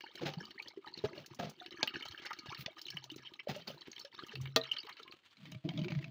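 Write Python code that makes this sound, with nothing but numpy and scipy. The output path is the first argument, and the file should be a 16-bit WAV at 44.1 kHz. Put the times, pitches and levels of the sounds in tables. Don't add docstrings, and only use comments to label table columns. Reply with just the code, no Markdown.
import sys
import numpy as np
from scipy import signal
from scipy.fft import rfft, irfft
from scipy.io import wavfile
from scipy.ndimage import uniform_filter1d

SR = 44100
rng = np.random.default_rng(int(sys.argv[2]) if len(sys.argv) > 2 else 0)


def digitize_waveform(pressure):
    field = np.atleast_2d(pressure).T
    bounded = np.clip(field, -1, 1)
    quanta = np.round(bounded * 32767).astype(np.int16)
    wavfile.write(sys.argv[1], SR, quanta)


N = 269010
T = np.arange(N) / SR
AGE = T[:SR // 2]

# pitch in Hz, width in Hz, level in dB.
HOLLOWS = [(875, 220, -7), (1237, 41, -3.5), (1689, 95, -10), (2028, 440, -10), (2267, 45, -3.5),
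           (2605, 60, -8), (2866, 55, -0.5), (3087, 146, 1), (3707, 130, -3), (3955, 100, -3.5),
           (4276, 140, -1.5), (4420, 93, -2.5), (5294, 87, -5), (6000, 76, -8), (6700, 140, -16.5)]
# frequency in Hz, level in dB.
GRIT = [(60, -12), (150, 6.5), (700, -51), (1500, -9.5), (2400, 0), (3600, 0.5), (5000, -4.5),
        (6600, -13.5), (8200, -29), (12000, -27.5), (15000, -25.5)]
# start in seconds, rise in seconds,
# hold in seconds, drumming gain in dB, spatter gain in dB (both before the sag).
FILL = [(5.371, 0.19, 0.17, -53, -53.5), (5.639, 0.012, 0.125, -50, -56.5),
        (5.757, 0.042, 0.34, -43.5, -54.5)]
DROPLET_LOW_HZ, DROPLET_HIGH_HZ = 842, 6470


def amp(db):
    return 10 ** (np.asarray(db) / 20)


def unit(x):
    return x / np.sqrt(np.mean(x ** 2))


def peak(x, db):
    return x * amp(db) / np.abs(x).max()


def fader(rows, axis=1):
    rows = np.array(rows)
    return amp(np.interp(T, rows[:, 0], rows[:, axis], left=-120, right=-120))


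def add(out, s, x):
    i = max(int(s * SR), 0)
    out[i:i + len(x)] += x[:max(N - i, 0)]


def fade(t60, t=AGE):
    return np.exp(-np.log(1000) * t / t60)


def swell(s, held_s, attack_s, t60, sag_db_per_s):
    age = np.maximum(T - s, 0)
    attack = np.minimum(age / attack_s, 1)
    return attack * amp(-sag_db_per_s * age) * fade(t60, np.maximum(age - held_s, 0))


def walk(per_s):
    hold = int(SR / per_s)
    steps = rng.standard_normal(1000)[np.minimum(np.arange(N) // hold, 999)]
    return unit(uniform_filter1d(uniform_filter1d(steps, hold // 2), hold // 2))


def colour(x, points, size=2048):
    hz, db = np.transpose(points)
    f = np.maximum(np.arange(size // 2 + 1) * SR / size, 1)
    cepstrum = irfft(np.log(amp(np.interp(np.log(f), np.log(hz), db))))
    cepstrum[1:size // 2] *= 2
    cepstrum[size // 2 + 1:] = 0
    response = irfft(np.exp(rfft(cepstrum)))
    return signal.fftconvolve(x, response)[:len(x)]


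def treble_shelf(x, db):
    return colour(x, [(6500, 0.034), (10000, db)])


def resonate(x, modes):
    ring = 0
    for k, (hz, width, db) in enumerate(modes):
        decay = amp(db) * width * np.exp(-np.pi * width * AGE)
        ring = ring + decay * np.sin(2 * np.pi * hz * AGE) * (-1) ** k
    return signal.fftconvolve(x, ring)[:len(x)]


def hollows(x):
    open_db = -18.5
    t = AGE[:SR // 30]
    ring = 0
    for hz, width, db in HOLLOWS:
        decay = amp(db) * 2 * np.pi * width / SR * np.exp(-np.pi * width * t)
        ring = ring + decay * np.cos(2 * np.pi * hz * t)
    dulled = colour(x, [(6600, -0.5), (7800, -7.0), (12000, -13.5)])
    return signal.fftconvolve(dulled, ring)[:len(x)] + amp(open_db) * x


def niche(x, wet_db, t60):
    echoes = crackle(len(AGE), 1200, 2.1) * fade(t60) * (AGE > .002)
    echoes = echoes / np.sqrt(np.sum(echoes ** 2))
    return x + amp(wet_db) * signal.fftconvolve(x, echoes)[:N]


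def crackle(count, rate, spread_db):
    sizes = amp(spread_db * np.minimum(rng.exponential(size=count), 4))
    return unit((rng.random(count) < rate / SR) * sizes * rng.choice([-1, 1], count))


def bubble(hz, t60, rise_s, glide):
    t = T[:int((t60 + rise_s) * SR)]
    onset = 1 - np.exp(-(t / rise_s) ** 2)
    return onset * fade(t60, t) * np.sin(2 * np.pi * hz * (t + glide * t ** 2 / (2 * t60)))


def bubbles(count, low_hz, high_hz, lean, cycles, spread_db):
    out = np.zeros(N)
    for when, pitch, size, ring, climb in rng.random((count, 5)):
        hz = low_hz * (high_hz / low_hz) ** (pitch ** lean)
        life_s = cycles * (.5 + ring) / hz
        blip = bubble(hz, life_s, life_s / 4, 0.046 * climb)
        add(out, when * T[-1], blip * amp(-spread_db * np.sqrt(size)))
    return unit(out)


def wash():
    # frequency in Hz, level in dB.
    wash_spectrum = [(30, -15.5), (100, 6), (300, 13.5), (600, 7), (1500, -2), (3500, -12.5), (6000, -14.5),
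                     (8000, -25), (12000, -20), (15500, -34.5)]
    return amp(-80.5) * unit(colour(rng.standard_normal(N), wash_spectrum))


def hum():
    # start in seconds, hold in seconds, level in dB before sag.
    sways = [(2.86, 0.32, -63), (4.339, 0.072, -38.5)]
    hum_hz = 133.4
    attack_s, t60_s, sag_db_per_s = 0.082, 0.55, 5.5
    waver = unit(resonate(rng.standard_normal(N), [(hum_hz, 18, 0)]))
    sway = sum(amp(db) * swell(s, held_s, attack_s, t60_s, sag_db_per_s) for s, held_s, db in sways)
    return unit(np.sin(2 * np.pi * hum_hz * T) + 0.38 * waver) * sway


def scuffs():
    # start in seconds, level in dB, rise in seconds, t60 in seconds,
    # grit in dB relative to the thud before the shelves, grit treble shelf in dB, thud bass shelf in dB.
    treads = [(0.203, -41, 0.02, 0.39, -5.5, -11, -7), (0.251, -31.5, .014, 0.11, 0.5, -8, -11),
              (0.949, -58, 0.036, 0.19, 7, -18, -11), (1.038, -35, 0.0019, 0.13, -5, -28, -3),
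              (1.126, -51, 0.074, 0.15, -1.5, -1, -18), (1.298, -60.5, 0.015, 0.12, 3, -7, 26.5),
              (1.386, -36.5, 0.016, 0.08, -5.5, 0, -2), (1.417, -39.5, 0.017, 0.24, -5, -14, -7),
              (2.571, -58, 0.047, 0.053, 16.5, 10, 13.5), (2.66, -47.5, 0.0023, 0.017, 22.5, -23, -29),
              (3.482, -40.5, 0.0089, 0.39, -0.5, 0, -8), (3.671, -44.5, 0.0034, 0.25, -1, 6, -13)]
    # frequency in Hz, level in dB.
    thud_spectrum = [(30, -50), (70, -11), (150, 13.5), (260, 3), (400, -19.5), (600, 7), (850, -12),
                     (1300, -2.5), (3000, -27), (12000, -40)]
    # pitch in Hz, width in Hz, level in dB.
    ground_modes = [(188, 66, -2.5), (397, 34, 1), (570, 36, 3.5), (665, 51, 2.5), (875, 43, -4.5)]
    bass_hz, body_hz = 89.5, 260
    lump_db, lumps_per_s = 3, 130
    out = np.zeros(N)
    for s, db, rise_s, t60, grit_db, treble_db, bass_db in treads:
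        push = np.minimum(AGE / rise_s, 1) * fade(t60, np.maximum(AGE - rise_s, 0))
        slips = crackle(len(AGE), 1100, 1.5)
        thud = amp(-0.5) * unit(colour(slips, thud_spectrum))
        thud = thud + amp(-2.5) * unit(resonate(slips, ground_modes))
        thud = colour(thud, [(bass_hz, bass_db), (body_hz, 0)], size=4096)
        grit = treble_shelf(unit(colour(crackle(len(AGE), 1300, 0.99), GRIT)), treble_db)
        add(out, s, amp(db) * push * (thud + amp(grit_db) * grit))
    return out * amp(lump_db * walk(lumps_per_s))


def knocks():
    # start in seconds, thump peak in dB, crunch peak in dB.
    tips = [(0.233, -44, -40), (0.265, -31, -24.5), (1.0405, -27.5, -35), (1.397, -33, -25),
            (1.445, -36, -37), (3.492, -34, -28)]
    # pitch in Hz, width in Hz, level in dB.
    knock_modes = [(182, 63, -0.5), (393, 115, -8), (680, 36, -0.5)]
    # frequency in Hz, level in dB.
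    crunch_spectrum = [(200, -17), (800, 0.5), (1100, -12), (1700, 1), (2600, -3), (6500, -9), (8200, -31)]
    out = np.zeros(N)
    for s, thump_db, crunch_db in tips:
        add(out, s, peak(resonate(fade(0.00079), knock_modes), thump_db))
        grains = crackle(len(AGE), 1400, 2.6) * fade(0.073)
        add(out, s, peak(colour(grains, crunch_spectrum), crunch_db))
    return out


def snaps():
    # start in seconds, crack gain in dB, treble shelf in dB, rattle bass shelf in dB,
    # ring gain in dB, pitch factor, length factor.
    buckles = [(1.8295, -10, -9, -2, -27, 1.35, 0.33), (2.6612, -33, -8, -4, -51, 0.84, 0.67),
               (4.5613, -10, 6, -14, -24.5, 1.0, 1)]
    # pitch in Hz, level in dB, t60 in seconds.
    bottle_modes = [(265, -9, .11), (384, -7, .1), (456, -.5, .14), (545, -7, .07), (647, -.5, .16),
                    (786, -11, .08), (964, -12, .07), (1203, 1.5, .1), (1385, -10, .07), (1530, -13, .07),
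                    (1855, -4, .13), (2387, -11, .08), (2512, -8, .08), (2575, -10, .07), (3184, -3, .045),
                    (3453, 5, .06), (3720, -3, .047), (3975, 0, .035), (4025, 1, .035), (4500, -8, .06),
                    (4721, -11, .07), (5232, -15, .07)]
    # frequency in Hz, level in dB.
    rattle_spectrum = [(30, -23.5), (80, -4), (200, 7), (420, -18), (700, -3), (1100, -5.5), (2400, -6.5),
                       (4000, 7), (5200, -3.5), (6800, -8), (8200, -24.5), (12000, -27), (15000, -28)]
    buzz_db = 1.5
    out = np.zeros(N)
    for s, crack_db, treble_db, bass_db, ring_db, pitch, length in buckles:
        crack = resonate(signal.unit_impulse(len(AGE)), [(3730, 700, -8.0), (4940, 1500, -18.0)])
        rattle = unit(colour(rng.standard_normal(len(AGE)), rattle_spectrum))
        rattle = rattle * (fade(0.027) + amp(3.0) * fade(0.04 * length))
        rattle = colour(rattle, [(150, bass_db), (330, 0)])
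        ring = 0
        for hz, db, t60 in bottle_modes:
            tone = np.sin(2 * np.pi * (hz * pitch * AGE + rng.random()))
            ring = ring + amp(db) * fade(t60 * length) * tone
        buzz = amp(buzz_db * walk(per_s=440)[:len(AGE)])
        ring = ring * buzz * np.minimum(AGE / 0.004, 1)
        burst = treble_shelf(peak(crack, 0) + amp(-10) * rattle, treble_db)
        add(out, s, amp(crack_db) * burst + amp(ring_db) * ring)
    return out


def drumming():
    # time in seconds, air in Hz, bottom in Hz, wall in Hz (all before sloshing).
    glides = [(5.40, 193, 264, 638), (5.50, 161, 306, 637), (5.68, 170, 313, 637), (5.78, 158, 286, 636),
              (5.83, 159, 359, 612), (5.951, 154, 320, 620), (6.08, 138.5, 320, 670)]
    # width in Hz, level in dB, fading in dB per second once the stream
    drum_modes = [(34.2, -1.5, -9), (54.4, -5.5, 32), (40, -14, 8)]
    # frequency in Hz, level in dB.
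    rumble_spectrum = [(50, -42), (112, 9), (220, 9), (370, -13), (470, -17), (730, -30), (900, -11),
                       (3000, -51)]
    slosh, slosh_per_s = 0.028, 36
    gulp_db, gulps_per_s = 5, 26
    rumble_db, rumble_sag_db_per_s = 0.5, 31
    times, *tracks = np.transpose(glides)
    filled_s = np.maximum(T - FILL[-1][0], 0)
    rumble = unit(colour(crackle(N, 1100, 0.91), rumble_spectrum))
    out = amp(rumble_db) * rumble * amp(-rumble_sag_db_per_s * filled_s)
    for track, (width, db, sag) in zip(tracks, drum_modes):
        hz = np.interp(T, times, track) * (1 + slosh * walk(slosh_per_s))
        turn = np.exp(2j * np.pi * np.cumsum(hz) / SR)
        decay = AGE * np.exp(-np.pi * width * AGE)
        ring = signal.fftconvolve(crackle(N, 960, 1.4) / turn, decay)[:N]
        out += amp(db - sag * filled_s + gulp_db * walk(gulps_per_s)) * unit((ring * turn).real)
    return out


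def filling():
    # start in seconds, thump peak in dB, spatter peak in dB,
    # pitch of the trapped bubbles in Hz.
    slugs = [(5.369, -78, -44, 4040), (5.454, -62, -38, 3120), (5.52, -41.5, -35, 2950),
             (5.547, -41.5, -38.5, 2340), (5.648, -33, -56, 2950), (5.6886, -38, -25, 3130),
             (5.7748, -44, -30.5, 3410), (5.790, -35.5, -33, 3060), (5.799, -44, -45, 4570),
             (5.816, -36, -34.5, 3080), (5.844, -52, -31, 2340), (5.8824, -39, -29, 2340),
             (5.907, -49, -35.5, 2370), (5.92, -40.5, -28, 2290), (5.9503, -44, -32, 2180),
             (5.988, -57, -37, 2120), (6.026, -67, -40.5, 2140), (6.0422, -62, -31, 2420)]
    # pitch in Hz, width in Hz, level in dB.
    thump_modes = [(170, 34, -17.5), (317, 6.5, -15), (624.4, 17, -20)]
    spatter_modes = [(997, 8.9, 7.3), (1196, 24, 12.7), (1860, 28, 1), (2195, 180, 14), (2603, 43, 16.6),
                     (3140, 520, 13.3), (3730, 310, 11.2), (3990, 320, 14.6), (4750, 200, 4.4)]
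    fill_t60_s, fill_sag_db_per_s, spurt_db = 0.077, 18, 4
    slug_t60_s, slug_ring_db, slug_ring_width_hz, slug_spray_db = 0.026, 3.5, 180, -6.5
    drum = drumming()
    hits = crackle(N, 1100, 3.5)
    spatter = unit(resonate(hits, spatter_modes)) + amp(2.0) * unit(colour(hits, GRIT))
    spatter = treble_shelf(spatter, -1.8)
    froth = bubbles(count=1300, low_hz=1820, high_hz=3500, lean=1.63, cycles=18, spread_db=29)
    spray = (amp(-6.5) * spatter + amp(-6) * froth) * amp(spurt_db * walk(per_s=70))
    out = np.zeros(N)
    for s, rise_s, held_s, drum_db, spatter_db in FILL:
        stream = amp(drum_db) * drum + amp(spatter_db) * spray
        out += stream * swell(s, held_s, rise_s, fill_t60_s, fill_sag_db_per_s)
    for s, thump_db, spatter_db, hz in slugs:
        slap = rng.standard_normal(len(AGE)) * fade(slug_t60_s)
        burst = unit(resonate(slap, spatter_modes))
        burst = burst + amp(slug_ring_db) * unit(resonate(slap, [(hz, slug_ring_width_hz, 0)]))
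        broadband = colour(slap, [(500, 2.0), (1100, 8.5), (6600, 4.5), (8000, -26)])
        burst = burst + amp(slug_spray_db) * unit(broadband)
        thump = colour(resonate(fade(0.0024), thump_modes), [(60, -11.0), (130, -7)])
        add(out, s, peak(thump, thump_db))
        add(out, s, peak(burst, spatter_db))
    return out


def ticks():
    # start in seconds, peak in dB before tick_gain_db.
    flicks = [(0.156, -58.5), (0.622, -65), (0.683, -66), (1.2613, -56.5), (1.347, -55.5), (1.497, -54),
              (2.0245, -61.5), (2.0825, -60), (2.254, -57), (2.8157, -57), (2.9033, -57), (3.1157, -62),
              (3.161, -57), (3.562, -57.5), (3.9294, -72), (3.9948, -55.5), (4.2665, -60), (4.4133, -57.5),
              (4.7173, -56), (4.8913, -63), (4.9965, -70), (5.1206, -69), (5.517, -58.5)]
    # frequency in Hz, level in dB.
    tick_spectrum = [(1000, -16), (4000, 3), (6300, 11), (8000, -6.5), (11000, -4.5), (15000, -9.5)]
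    tick_gain_db, t60_s = 17.5, 0.042
    out = np.zeros(N)
    for s, db in flicks:
        flick = colour(rng.standard_normal(len(AGE)) * fade(t60_s), tick_spectrum)
        add(out, s, peak(flick, db + tick_gain_db))
    return out


def plops():
    # start in seconds, peak in dB, nominal pitch in Hz, t60 in seconds.
    plop_rows = [(0.216, -38, 480, 0.082), (0.229, -33.5, 344, 0.089), (0.275, -45.5, 796, 0.29),
                 (0.368, -35.5, 170, 0.057), (0.41, -50.5, 219, 0.17), (0.772, -36.5, 380, 0.032),
                 (0.787, -44, 376, 0.027), (0.845, -44, 1280, 0.092), (1.038, -24, 427, 0.046),
                 (1.042, -37.5, 649, 0.16), (1.176, -43.5, 602, 0.057), (1.398, -33, 710, 0.16),
                 (1.428, -36.5, 687, 0.15), (1.612, -44, 736, 0.12), (1.655, -50, 346, 0.075),
                 (1.715, -49, 357, 0.048), (1.129, -44.5, 387, 0.062), (1.307, -51.5, 348, 0.13),
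                 (2.097, -49.5, 80, 0.031), (2.484, -43, 116, 0.016), (2.680, -37.5, 656, 0.037),
                 (2.943, -44.5, 163, 0.036), (3.116, -42, 313, 0.076), (3.161, -39.5, 333, 0.012),
                 (3.471, -28, 577, 0.02), (3.49, -33, 772, 0.057), (3.561, -39, 607, 0.095),
                 (3.700, -39.5, 562, 0.028), (4.046, -44.5, 563, 0.07), (4.334, -45, 440, 0.069),
                 (4.848, -50.5, 448, 0.051), (4.888, -67, 1160, 0.087), (4.961, -61, 1120, 0.07),
                 (4.998, -51.5, 455, 0.057), (5.06, -51.5, 1080, 0.26), (5.391, -54.5, 198, 0.3),
                 (5.548, -42, 127, 0.084), (5.649, -33, 304, 0.075), (5.686, -41.5, 717, 0.046),
                 (5.716, -44.5, 715, 0.048), (5.751, -36, 156, 0.031), (5.776, -34, 160.4, 0.088),
                 (5.779, -42.5, 625, 0.25), (5.787, -40, 267, 0.085), (5.811, -36.5, 182, 0.029),
                 (5.852, -40, 363, 0.069), (5.915, -38, 168, 0.1)]
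    out = np.zeros(N)
    for s, db, hz, t60 in plop_rows:
        add(out, s, peak(bubble(hz * .97, t60, 1.5 / hz, .1), db))
    return out


def clumps():
    # start in seconds, length in seconds, level in dB, centre in Hz, fall-off in dB per octave.
    shatters = [(1.935, 0.019, -62, 2330, 1.5), (1.992, 0.012, -65.5, 4400, 11),
                (2.022, 0.0063, -57, 3070, 26), (2.051, 0.016, -57.5, 3600, 0),
                (2.107, 0.015, -61.5, 3850, 6), (2.173, 0.034, -61, 2780, 17), (2.215, 0.027, -60, 3250, 3),
                (2.253, 0.019, -54, 2500, 6), (2.302, 0.015, -53, 1290, 28), (2.457, 0.014, -63, 3030, 0.5),
                (3.175, 0.012, -67, 3700, 6.5), (3.247, 0.022, -59, 3000, 26),
                (3.395, 0.0081, -60, 2440, 27), (3.547, 0.01, -61.5, 2620, 4),
                (3.608, 0.015, -67, 3900, 24), (3.853, 0.024, -64, 2270, 10.5),
                (4.186, 0.014, -63.5, 3620, 22), (4.311, 0.029, -60.5, 3600, 3),
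                (4.728, 0.013, -57.5, 2940, 8), (4.762, 0.01, -58, 2480, 15),
                (4.87, 0.032, -58.5, 1150, 22), (4.896, 0.027, -63, 2200, 24),
                (4.967, 0.038, -60, 2670, 11)]
    rise_s, t60_s, ring_db = 0.0049, 0.012, 8.5
    out, t = np.zeros(N), AGE[:SR // 10]
    for s, length_s, db, hz, slope_db in shatters:
        edges = np.minimum(t / rise_s, 1) * fade(t60_s, np.maximum(t - length_s, 0))
        volley = crackle(len(t), 2200, 2.1) * edges
        volley = colour(volley, [(hz / 4, -2 * slope_db), (hz, 0), (hz * 4, -2 * slope_db)])
        volley = treble_shelf(volley, -30)
        burst = unit(unit(volley) + amp(ring_db) * unit(hollows(volley)))
        add(out, s, amp(db) * burst * np.sqrt(t[-1] / (length_s + rise_s)))
    return out


def rush():
    # start in seconds, hold in seconds, level in dB before sag.
    spreads = [(1.818, 0.923, -51.5), (4.58, 0.564, -59)]
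    attack_s, t60_s, sag_db_per_s = 0.049, 0.067, 12
    hits_per_s, hits_spread_db, hits_db = 1400, 2.3, -11
    ring_width_hz, ring_db = 42, 4
    hits = unit(treble_shelf(crackle(N, hits_per_s, hits_spread_db), -21.5))
    blips = bubbles(count=3600, low_hz=962, high_hz=4600, lean=0.98, cycles=28, spread_db=9)
    splatter = colour(amp(hits_db) * hits + blips, [(1200, 2), (3000, 0), (4500, -1), (6500, 0)])
    splatter = splatter * amp(2 * walk(per_s=70))
    singing = resonate(splatter, [(hz, ring_width_hz, db) for hz, _, db in HOLLOWS])
    spread = sum(amp(db) * swell(s, held_s, attack_s, t60_s, sag_db_per_s) for s, held_s, db in spreads)
    return unit(unit(hollows(splatter)) + amp(ring_db) * unit(singing)) * spread


def splash(hz, count=7):
    octaves, span_s, ring_s, slap_db = 1.644, 0.0043, 0.0025, -9
    out = np.zeros(N)
    for lag, pitch, size in rng.random((count, 3)):
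        f = min(hz * 2 ** (octaves * (pitch - .5)), DROPLET_HIGH_HZ)
        add(out, span_s * lag ** 2, bubble(f, ring_s, ring_s / 6, 0.17) * amp(-9 * size))
    slap = rng.standard_normal(SR // 20) * fade(.009, AGE[:SR // 20])
    return hollows(unit(out[:len(slap)]) + amp(slap_db) * unit(slap))


def drops(count=3):
    # start in seconds, peak in dB, bubble pitch in Hz, splash in dB relative to the bubbles.
    big_drops = [(0.0074, -33, 3200, 17), (0.062, -41, 1634, -9), (0.154, -30.5, 3120, 25),
                 (0.3365, -28, 4100, 26), (0.453, -35, 4720, 7), (0.508, -36.5, 3226, 20),
                 (0.5787, -36.5, 1970, -33), (0.5972, -27, 2400, -16), (0.625, -34, 4460, 3),
                 (0.673, -34.5, 3230, -11), (0.682, -32, 4870, 3), (0.938, -29, 4320, -19),
                 (0.975, -31.5, 4290, -2), (0.987, -32, 3870, -11), (1.261, -39, 3700, 18),
                 (1.599, -34, 3700, -11), (1.661, -32, 3050, 8), (1.708, -34.5, 3850, 6),
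                 (1.8743, -17.5, 2910, 1.5), (1.9397, -33.5, 2670, -2), (1.9574, -30.5, 1640, -10),
                 (2.0263, -45, 3070, 0), (2.0525, -34, 4070, 7), (2.084, -32, 4100, -8),
                 (2.1208, -33.5, 3130, 2), (2.146, -35, 1670, -24), (2.308, -33, 1220, 3),
                 (2.331, -28, 3860, 8), (2.388, -32, 4500, 3), (2.528, -34.5, 1225, -29),
                 (2.547, -29.5, 4010, 11), (2.815, -30.5, 5110, 4), (2.8525, -31, 3980, -15),
                 (2.865, -32, 3660, 6), (2.882, -29.5, 2940, -21), (2.903, -28, 4400, 12),
                 (2.969, -25.5, 3010, -2), (3.041, -28, 4720, 27), (3.1, -29.5, 2930, -1.5),
                 (3.113, -39, 3660, -4), (3.161, -45, 4050, -1), (3.254, -40, 3080, -23),
                 (3.27, -34, 3090, -10), (3.337, -35, 4030, 8), (3.392, -34, 2140, -18),
                 (3.4, -40, 3020, -23), (3.676, -26.5, 4640, -2), (3.915, -32.5, 6330, -1),
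                 (3.929, -35.5, 2750, 12), (3.9615, -32.5, 3110, -1), (3.98, -34, 3700, 8),
                 (3.996, -32.5, 4400, -13), (4.0486, -33, 4030, 13), (4.147, -35, 3650, 7),
                 (4.19, -36, 3990, -16), (4.291, -33.5, 2810, -3), (4.319, -36, 1715, 2),
                 (4.3543, -27, 2760, 3.5), (4.4562, -31.5, 2220, 5), (4.472, -34, 2930, 5),
                 (4.6114, -24.5, 3950, -14), (4.636, -28, 3800, 2), (4.689, -35.5, 3040, -9),
                 (4.7139, -15, 2950, -16), (4.7654, -26.5, 3180, -19), (4.783, -24.5, 4550, -39),
                 (4.788, -27, 2960, -8.5), (4.801, -31, 4800, -24), (4.831, -36, 3920, 0),
                 (4.868, -33.5, 2760, 12), (4.894, -32.5, 2130, 18), (4.925, -38, 4300, -7),
                 (4.968, -37.5, 2800, 8), (4.997, -40, 1300, -18), (5.03, -36, 3770, -1.5),
                 (5.078, -38.5, 2390, 8), (5.111, -39, 4330, -20), (5.122, -33.5, 2540, 12),
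                 (5.236, -58, 2000, -7), (5.309, -50.5, 3200, 12)]
    bubble_t60_s, bubble_rise_s, max_split = 0.016, .004, 0.054
    satellite_db, satellite_spread_db, satellite_octaves = -16.5, 25.5, 0.72
    satellite_lead_s, satellite_span_s = 0.0083, 0.039
    out = np.zeros(N)
    for s, db, hz, splash_db in big_drops:
        drop = peak(splash(hz), splash_db)
        split = max_split * rng.uniform(0.44, 1)
        pair = sum(bubble(hz * (1 + side * split), bubble_t60_s, bubble_rise_s, 0) for side in (-1, 1))
        drop[:len(pair)] += peak(pair, 0)
        add(out, s, peak(drop, db))
        for lag, pitch, size in rng.random((count, 3)):
            satellite = bubble(hz * 2 ** (satellite_octaves * (pitch - .5)), 0.004, 0.00091, 0.034)
            satellite = hollows(np.pad(satellite, (0, SR // 50)))
            satellite = peak(satellite, db + satellite_db - satellite_spread_db * size)
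            add(out, s - satellite_lead_s + satellite_span_s * lag, satellite)
    return out


def droplets(count=440):
    droplet_spread_db, shard_spread_db, shatter_s = 20, 21, 0.03
    ring_at_3khz_s, rise_share = .0075, .25
    out = np.zeros(N)
    for (when, size), shards in zip(rng.random((count, 2)), rng.random((count, 8, 3))):
        for pitch, lag, share in shards:
            hz = DROPLET_LOW_HZ * (DROPLET_HIGH_HZ / DROPLET_LOW_HZ) ** pitch ** .7
            life_s = ring_at_3khz_s * (3000 / hz) ** .6
            db = -droplet_spread_db * size - shard_spread_db * share
            blip = bubble(hz, life_s, life_s * rise_share, 0.055)
            add(out, when * T[-1] + shatter_s * lag ** 2, blip * amp(db))
    return unit(out)


def trickle():
    # time in seconds, patter on the stones in dB,
    # gurgle in the puddle in dB.
    stream_levels = [(0.0, -50.5, -68.5), (0.18, -54, -64), (0.75, -59, -69.5), (1.18, -53, -60.5),
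                     (1.46, -61.5, -75.5), (1.92, -47.5, -58), (2.02, -46, -67.5), (3.35, -55.5, -73.5),
                     (3.57, -54.5, -77.5), (3.96, -55.5, -68.5), (4.81, -55, -71.5), (5.3, -82.5, -71)]
    # pitch in Hz, width in Hz, level in dB.
    puddle_modes = [(343, 54, 17), (666, 44, -25.5)]
    # frequency in Hz, level in dB.
    seep_spectrum = [(100, -13.5), (330, -22.5), (800, -13), (1300, -4.5), (2000, -6), (3000, 0.5),
                     (4300, -5), (5400, -16), (6600, -15.5), (8000, -13), (12000, -14), (15000, -19)]
    patter_gain_db, gurgle_gain_db, puddle_db = -2, 4.5, 3
    spray_per_s, spray_spread_db, spray_db = 260, 4, -14
    seep_db, spurt_db = -67.5, 5
    caught_s, caught_db_per_s = 5.08, 145
    spray = unit(treble_shelf(crackle(N, spray_per_s, spray_spread_db), -3.5))
    patter = unit(hollows(droplets() + amp(spray_db) * spray))
    gurgle = bubbles(count=1100, low_hz=222.5, high_hz=1745, lean=0.904, cycles=10.8, spread_db=33.5)
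    gurgle = unit(gurgle + amp(puddle_db) * unit(resonate(crackle(N, 130, 6.1), puddle_modes)))
    on_stones = amp(-caught_db_per_s * np.maximum(T - caught_s, 0))
    stream = amp(patter_gain_db) * patter * fader(stream_levels)
    stream = stream + amp(gurgle_gain_db) * gurgle * fader(stream_levels, axis=2)
    seep = unit(treble_shelf(colour(crackle(N, 1600, 1.9), seep_spectrum), -15.5))
    spurts = amp(spurt_db * np.minimum(walk(per_s=79), 2))
    return (on_stones * stream + amp(seep_db) * seep) * spurts


def scene():
    niche_t60_s = .085
    water = trickle() + drops() + clumps() + rush() + ticks() + plops()
    water = niche(water, wet_db=-10, t60=niche_t60_s)
    handling = scuffs() + knocks() + snaps() + filling()
    handling = niche(handling, wet_db=-12, t60=niche_t60_s)
    return (water + handling + hum() + wash())[None]


def record(dry):
    # frequency in Hz, level in dB.
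    tone_curve = [(25, -29.5), (50, -8.5), (90, 1.5), (13000, -9.5), (14200, -5.5), (15200, 9.5),
                  (15800, -9), (16500, -13.5)]
    top_hz = 16300
    low_pass = signal.ellip(8, .2, 70, top_hz, fs=SR, output="sos")
    return signal.sosfilt(low_pass, colour(dry[0], tone_curve))[None]


dry = scene()
out = record(dry)
digitize_waveform(out)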